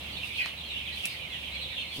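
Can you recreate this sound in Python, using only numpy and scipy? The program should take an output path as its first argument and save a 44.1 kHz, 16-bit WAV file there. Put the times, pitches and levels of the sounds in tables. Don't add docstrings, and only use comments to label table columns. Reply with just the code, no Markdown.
import sys
import numpy as np
from scipy import signal
from scipy.fft import rfft, irfft
from scipy.io import wavfile

SR = 44100
rng = np.random.default_rng(int(sys.argv[2]) if len(sys.argv) > 2 else 0)


def materialize(psi):
    bounded = np.clip(np.atleast_2d(psi).T, -1, 1)
    quanta = np.round(bounded * 32767).astype(np.int16)
    wavfile.write(sys.argv[1], SR, quanta)


N = 88200

# t/s, length/s, first f/Hz, middle f/Hz, last f/Hz, level/dB
NEAR_PEEPS = [ (.11, 0.097, 4510, 4310, 4020, -47), (.145, 0.05, 3966, 3690, 3310, -39.5),
              (.13, 0.07, 2880, 2550, 2220, -42.5), (.2, .06, 3286, 2820, 2420, -34.5),
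              (.235, 0.07, 2946, 2640, 2020, -45), (.31, 0.065, 2205, 2750, 3200, -42.5),
              (.335, 0.044, 4000, 4374, 4380, -43.5), (.37, 0.04, 3180, 3110, 2900, -36),
              (.35, 0.055, 2857, 2577, 2005, -32.5), (.392, 0.0368, 2488, 2460, 2370, -27),
              (.395, 0.043, 3040, 2920, 2800, -37), (.405, 0.039, 2070, 1978, 1880, -36),
              (.405, 0.0724, 4100, 4175, 4300, -42.5), (.566, 0.07, 4100, 3600, 2750, -40),
              (.645, 0.07, 4250, 4080, 3650, -44), (.615, 0.055, 3050, 3200, 3350, -41),
              (.66, 0.12, 3150, 2783, 2640, -37), (.68, 0.091, 3770, 3583, 3200, -38.5),
              (.69, 0.08, 2476, 2320, 2325, -44), (.75, 0.043, 2722, 2946, 3840, -34),
              (.748, 0.057, 3010, 2796, 2490, -36.5), (.795, 0.056, 2630, 2450, 2700, -41),
              (.855, 0.041, 3766, 3227, 2670, -35), (.86, 0.041, 2776, 2593, 2360, -38),
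              (.905, 0.032, 1940, 1910, 1900, -47), (.915, 0.046, 4050, 4265, 4100, -42.5),
              (.9, .11, 4700, 4650, 4520, -57), (.92, 0.044, 3790, 3990, 3750, -42),
              (.945, 0.08, 3598, 3270, 2930, -37.5), (1.03, 0.03, 2870, 2740, 2600, -28.5),
              (1.06, 0.028, 3560, 3700, 3620, -35), (1.06, 0.093, 4620, 4870, 4440, -45),
              (1.085, 0.06, 4200, 4220, 4340, -43), (1.115, 0.037, 2490, 2120, 1950, -42.5),
              (1.29, 0.083, 2176, 2025, 1835, -45), (1.315, 0.057, 3650, 3130, 2560, -34.5),
              (1.425, 0.077, 3450, 3244, 2850, -40), (1.5, 0.077, 3700, 4070, 4125, -39.5),
              (1.53, 0.039, 2550, 2380, 2170, -37.5), (1.545, 0.048, 3450, 3350, 3050, -37),
              (1.595, 0.044, 4040, 4205, 4080, -39.5), (1.605, 0.066, 4050, 3740, 3320, -34.5),
              (1.675, 0.051, 3780, 3940, 4070, -38), (1.71, 0.036, 2030, 1926, 1690, -44.5),
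              (1.705, 0.14, 3795, 3624, 3510, -38.5), (1.745, 0.084, 3500, 3190, 2890, -35),
              (1.765, 0.043, 2930, 2686, 2626, -34.5), (1.795, 0.043, 2435, 2810, 3080, -40),
              (1.785, 0.079, 4200, 4230, 4090, -45), (1.87, 0.097, 4110, 4330, 4500, -43),
              (1.91, 0.053, 3520, 3323, 2960, -35)]
# f/Hz, level/dB
OVERTONE_SPECTRUM = [(4700, -19.5), (5500, -27.5), (7400, -30), (8500, -20), (10000, -29), (13000, -34)]
# t/s, level/dB
CHORUS_ENVELOPE = [(0, -43), (.4, -39.5), (.53, -42.5), (.65, -45), (.92, -40.5), (1.12, -42.5),
                   (1.25, -41.5), (1.55, -42.5), (1.8, -41), (2, -42.5)]
# f/Hz, level/dB
CHORUS_SPECTRUM = [(1600, -15), (2000, -0.5), (2500, 1.5), (3000, 2), (3600, -3), (4300, -5), (5200, -53),
                   (7300, -50), (8600, 9.5), (13000, 9)]
# t/s, decay/s, level/dB
SNAP_BURSTS = [(1.0538, .002, -30), (1.056, .001, -19), (1.0615, .0014, -30), (1.0715, .0014, -32)]
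# f/Hz, level/dB
SNAP_SPECTRUM = [(500, -51), (2000, -2.5), (4500, -4), (7000, -8.5), (8700, 3), (11000, -3.5), (15500, -11)]
# f/Hz, decay/s, level/dB
TAP_RESONANCES = [(2450, .00035, -17), (1250, .0008, -29.5), (4200, .0002, -23)]
# t/s, level/dB
BUMP_KNOCKS = [(1.963, -36), (1.977, -32.5), (1.985, -29.5), (1.992, -23.5)]
# centre t/s, half length/s, level/dB
RUSTLE_SWELLS = [(0.264, 0.027, -49.5), (0.388, 0.045, -50.5), (0.475, 0.022, -56), (1.004, 0.045, -50),
                 (1.125, 0.048, -54), (1.44, 0.083, -59.5), (1.97, 0.028, -46.5)]
# f/Hz, level/dB
RUSTLE_SPECTRUM = [(300, -77), (1500, -19), (4500, 6), (7300, -6), (9000, 1), (15500, -7)]
# t/s, length/s, f/Hz, level/dB
FAR_HOOTS = [(1.17, .07, 520, -58), (1.46, .28, 530, -59.5), (1.76, 0.06, 549, -55)]
# t/s, level/dB
HUM_ENVELOPE = [(0, -51), (.18, -51), (.28, -57.5), (.52, -56.5), (.62, -52), (.95, -48.5), (1.07, -62),
                (1.15, -57.5), (1.58, -49.5), (1.72, -55), (1.77, -58), (1.82, -52), (2, -59.5)]
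# f/Hz, level/dB
NOISE_SPECTRUM = [(20, -30), (33, -11), (48, -2.5), (100, 2), (190, 0.5), (300, -5), (420, -9.5), (530, -5),
                  (900, -7), (1500, -13.5), (3000, -1.5), (5500, -19), (7400, -23.5), (9000, -23.5),
                  (15500, -24)]
# t/s, level/dB
NOISE_ENVELOPE = [(.12, 3.5), (.35, 1), (1.4, 1.5), (2, 0.3)]
# f/Hz, correlation
NOISE_COHERENCE = [(60, 0.86), (150, 0.93), (350, 0.86), (700, 0.24), (1300, 0)]
# f/Hz, left minus right level/dB
NOISE_BALANCE = [(100, 1), (700, 0.5), (1500, -3.5), (5000, -1), (9000, 5), (14000, 3.5)]
# f/Hz, T60/s
ROOM_T60 = [(200, 0.42), (2500, 0.29), (14000, 0.24)]

TIME_S, BINS_HZ = np.arange(N) / SR, np.fft.rfftfreq(N, 1 / SR)
NEAR_PAN_DB, EAR_SPREAD_S, WAVER_S = 3.5, .00031, .0025


def peep(length_s, first_hz, middle_hz, last_hz, waver):
    clear_hz, hoarse_hz, shake_depth, flutter_db = 5400, 2400, .024, 5.5
    rise, fall = .26, .32
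    u = np.linspace(0, 1, round(length_s * SR))
    shake, flutter = (np.roll(waver, int(at * N))[:len(u)] for at in rng.random(2))
    hz = np.polyval(np.polyfit([0, .5, 1], [first_hz, middle_hz, last_hz], 2), u)
    hoarse = np.clip((clear_hz - hz) / (clear_hz - hoarse_hz), 0, 1)
    phase = 2 * np.pi * np.cumsum(hz * (1 + shake_depth * hoarse * shake)) / SR
    overtones = sum(amp(lookup(OVERTONE_SPECTRUM, k * hz)) * np.sin(k * phase) / (k - 1) for k in (2, 3))
    swell = np.sin(np.pi / 2 * np.minimum(u / rise, 1))
    fade = np.sin(np.pi / 2 * np.minimum((1 - u) / fall, 1))
    return swell * fade * unit_rms(amp(flutter_db * flutter) * (np.sin(phase) + overtones))


def near_chicks(direct_db=-9, echo_db=-4, typical_db=-36, boost_db_per_db=.8):
    waver, direct, places = drift(WAVER_S), np.zeros((2, N)), np.zeros((8, N))
    for k, (start_s, length_s, *arc_hz, db) in enumerate(NEAR_PEEPS):
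        call = amp(db) * peep(length_s, *arc_hz, waver)
        close = amp(boost_db_per_db * max(db - typical_db, 0)) * call
        add(direct[0], start_s + EAR_SPREAD_S * rng.uniform(-1, 1), close)
        add(direct[1], start_s, close)
        add(places[k % len(places)], start_s, call)
    echoes = sum(room(place) for place in places)
    return pan(NEAR_PAN_DB) * (amp(direct_db) * direct + amp(echo_db) * echoes)


def chorus(count=480, range_db=9):
    top_hz, end_ratio, shortest_s, longest_s = (2398, 4249), (.72, .92), .03066, .065
    waver, direct, places = drift(WAVER_S), np.zeros((2, N)), np.zeros((4, N))
    for k, (when, span, top, drop, bend, nearness) in enumerate(rng.random((count, 6))):
        first_hz = np.interp(top, [0, 1], top_hz)
        last_hz = first_hz * np.interp(drop, [0, 1], end_ratio)
        middle_hz = first_hz + (last_hz - first_hz) * bend / 2
        length_s = np.interp(span, [0, 1], [shortest_s, longest_s])
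        call = amp(range_db * nearness) * peep(length_s, first_hz, middle_hz, last_hz, waver)
        start_s = (k + when) / count * (N / SR + longest_s) - longest_s
        add(places[k % len(places)], start_s, call)
        for ear in direct:
            add(ear, start_s + EAR_SPREAD_S * rng.uniform(-.89, 1), nearness ** 2 / 2 * call)
    echoes = sum(room(place) for place in places)
    return pan(right_db=5.5) * envelope(CHORUS_ENVELOPE) * colour(direct + echoes, CHORUS_SPECTRUM)


def snap(echo_db=-6):
    fade = sum(amp(db) * (TIME_S >= at_s) * np.exp(-abs(TIME_S - at_s) / decay_s)
               for at_s, decay_s, db in SNAP_BURSTS)
    burst = fade * colour(rng.standard_normal((2, N)), SNAP_SPECTRUM)
    return pan(right_db=1.7) * (burst + amp(echo_db) * room(burst[0]))


def knock(at_s, hz, decay_s, db):
    t = np.maximum(TIME_S - at_s, 0)
    return amp(db) * np.sin(2 * np.pi * hz * t) * np.exp(-t / decay_s)


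def tap(at_s=.46, low_cut_hz=796, echo_db=-4.5):
    ring = sum(knock(at_s, *mode) for mode in TAP_RESONANCES)
    blow = signal.sosfilt(signal.butter(2, low_cut_hz, "high", fs=SR, output="sos"), ring)
    return pan(NEAR_PAN_DB) * (blow + amp(echo_db) * room(blow))


def bump(hz=262, decay_s=.0018):
    return sum(knock(at_s, hz, decay_s, db) for at_s, db in BUMP_KNOCKS)


def rustles(grain_db=1.6, grain_s=.0062):
    swell = sum(amp(db) * np.exp(-((TIME_S - at_s) / half_s) ** 2 / 2)
                for at_s, half_s, db in RUSTLE_SWELLS)
    grains = rng.standard_normal((2, N)) * amp(grain_db * drift(grain_s))
    return swell * colour(grains, RUSTLE_SPECTRUM)


def hoots(sag=.029):
    waver, calls = drift(scale_s=.0071), np.zeros(N)
    for start_s, length_s, hz, db in FAR_HOOTS:
        add(calls, start_s, amp(db) * peep(length_s, hz * (1 + sag), hz, hz * (1 - sag), waver))
    return (calls + room(calls)) / np.sqrt(2)


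def hum(centre_hz=71.3, waver_depth=.032):
    hz = centre_hz * (1 + waver_depth * drift(scale_s=.16))
    return envelope(HUM_ENVELOPE) * np.sqrt(2) * np.sin(2 * np.pi * np.cumsum(hz) / SR)


def room_noise(base_db=-46.5):
    common, separate = rfft(rng.standard_normal((2, N)))
    coherence = lookup(NOISE_COHERENCE, BINS_HZ)
    tilt = amp(lookup(NOISE_BALANCE, BINS_HZ) / 2)
    right = coherence * common + np.sqrt(1 - coherence ** 2) * separate
    noise = irfft(np.array([common * tilt, right / tilt]), N)
    return amp(base_db) * envelope(NOISE_ENVELOPE) * colour(noise, NOISE_SPECTRUM)


def room(x, reflections=6, early_db=-3, gap_s=.002, early_span_s=.011, build_s=.0059):
    hz, t, noise = signal.stft(rng.standard_normal((2, SR // 2)), SR, nperseg=256)
    decay = amp(-60 * t / lookup(ROOM_T60, hz)[:, None])
    response = signal.istft(noise * decay * np.minimum(t / build_s, 1), SR, nperseg=256)[1]
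    response /= np.linalg.norm(response, axis=1, keepdims=True)
    pulse = amp([early_db]) / np.sqrt(reflections)
    for ear in response:
        for when, polarity in rng.random((reflections, 2)):
            add(ear, gap_s + when * early_span_s, np.sign(polarity - .5) * pulse)
    response /= np.linalg.norm(response, axis=1, keepdims=True)
    return signal.fftconvolve(x[None], response, axes=1)[:, :N]


def amp(db):
    return 10 ** (np.asarray(db) / 20)


def unit_rms(x):
    return x / np.sqrt(np.mean(x ** 2) + 1e-20)


def lookup(table, hz):
    table_hz, values = np.transpose(table)
    return np.interp(np.log(hz + 1), np.log(table_hz + 1), values)


def envelope(table):
    return amp(np.interp(TIME_S, *np.transpose(table)))


def colour(x, spectrum):
    return unit_rms(irfft(rfft(x) * amp(lookup(spectrum, BINS_HZ)), N))


def pan(right_db):
    return amp([[-right_db / 2], [right_db / 2]])


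def add(mix, at_s, sound):
    at = round(at_s * SR)
    sound = sound[max(-at, 0):]
    part = mix[max(at, 0):][:len(sound)]
    part += sound[:len(part)]


def drift(scale_s):
    return unit_rms(irfft(rfft(rng.standard_normal(N)) * np.exp(-(BINS_HZ * scale_s) ** 2), N))


def scene():
    return room_noise() + hum() + rustles() + bump() + snap() + tap() + near_chicks() + chorus() + hoots()


def record(dry, edge_hz=16050):
    low_pass = signal.firwin(511, edge_hz, window=("kaiser", 9), fs=SR)
    return signal.oaconvolve(dry, low_pass[None], "same")


dry = scene()
out = record(dry)
materialize(out)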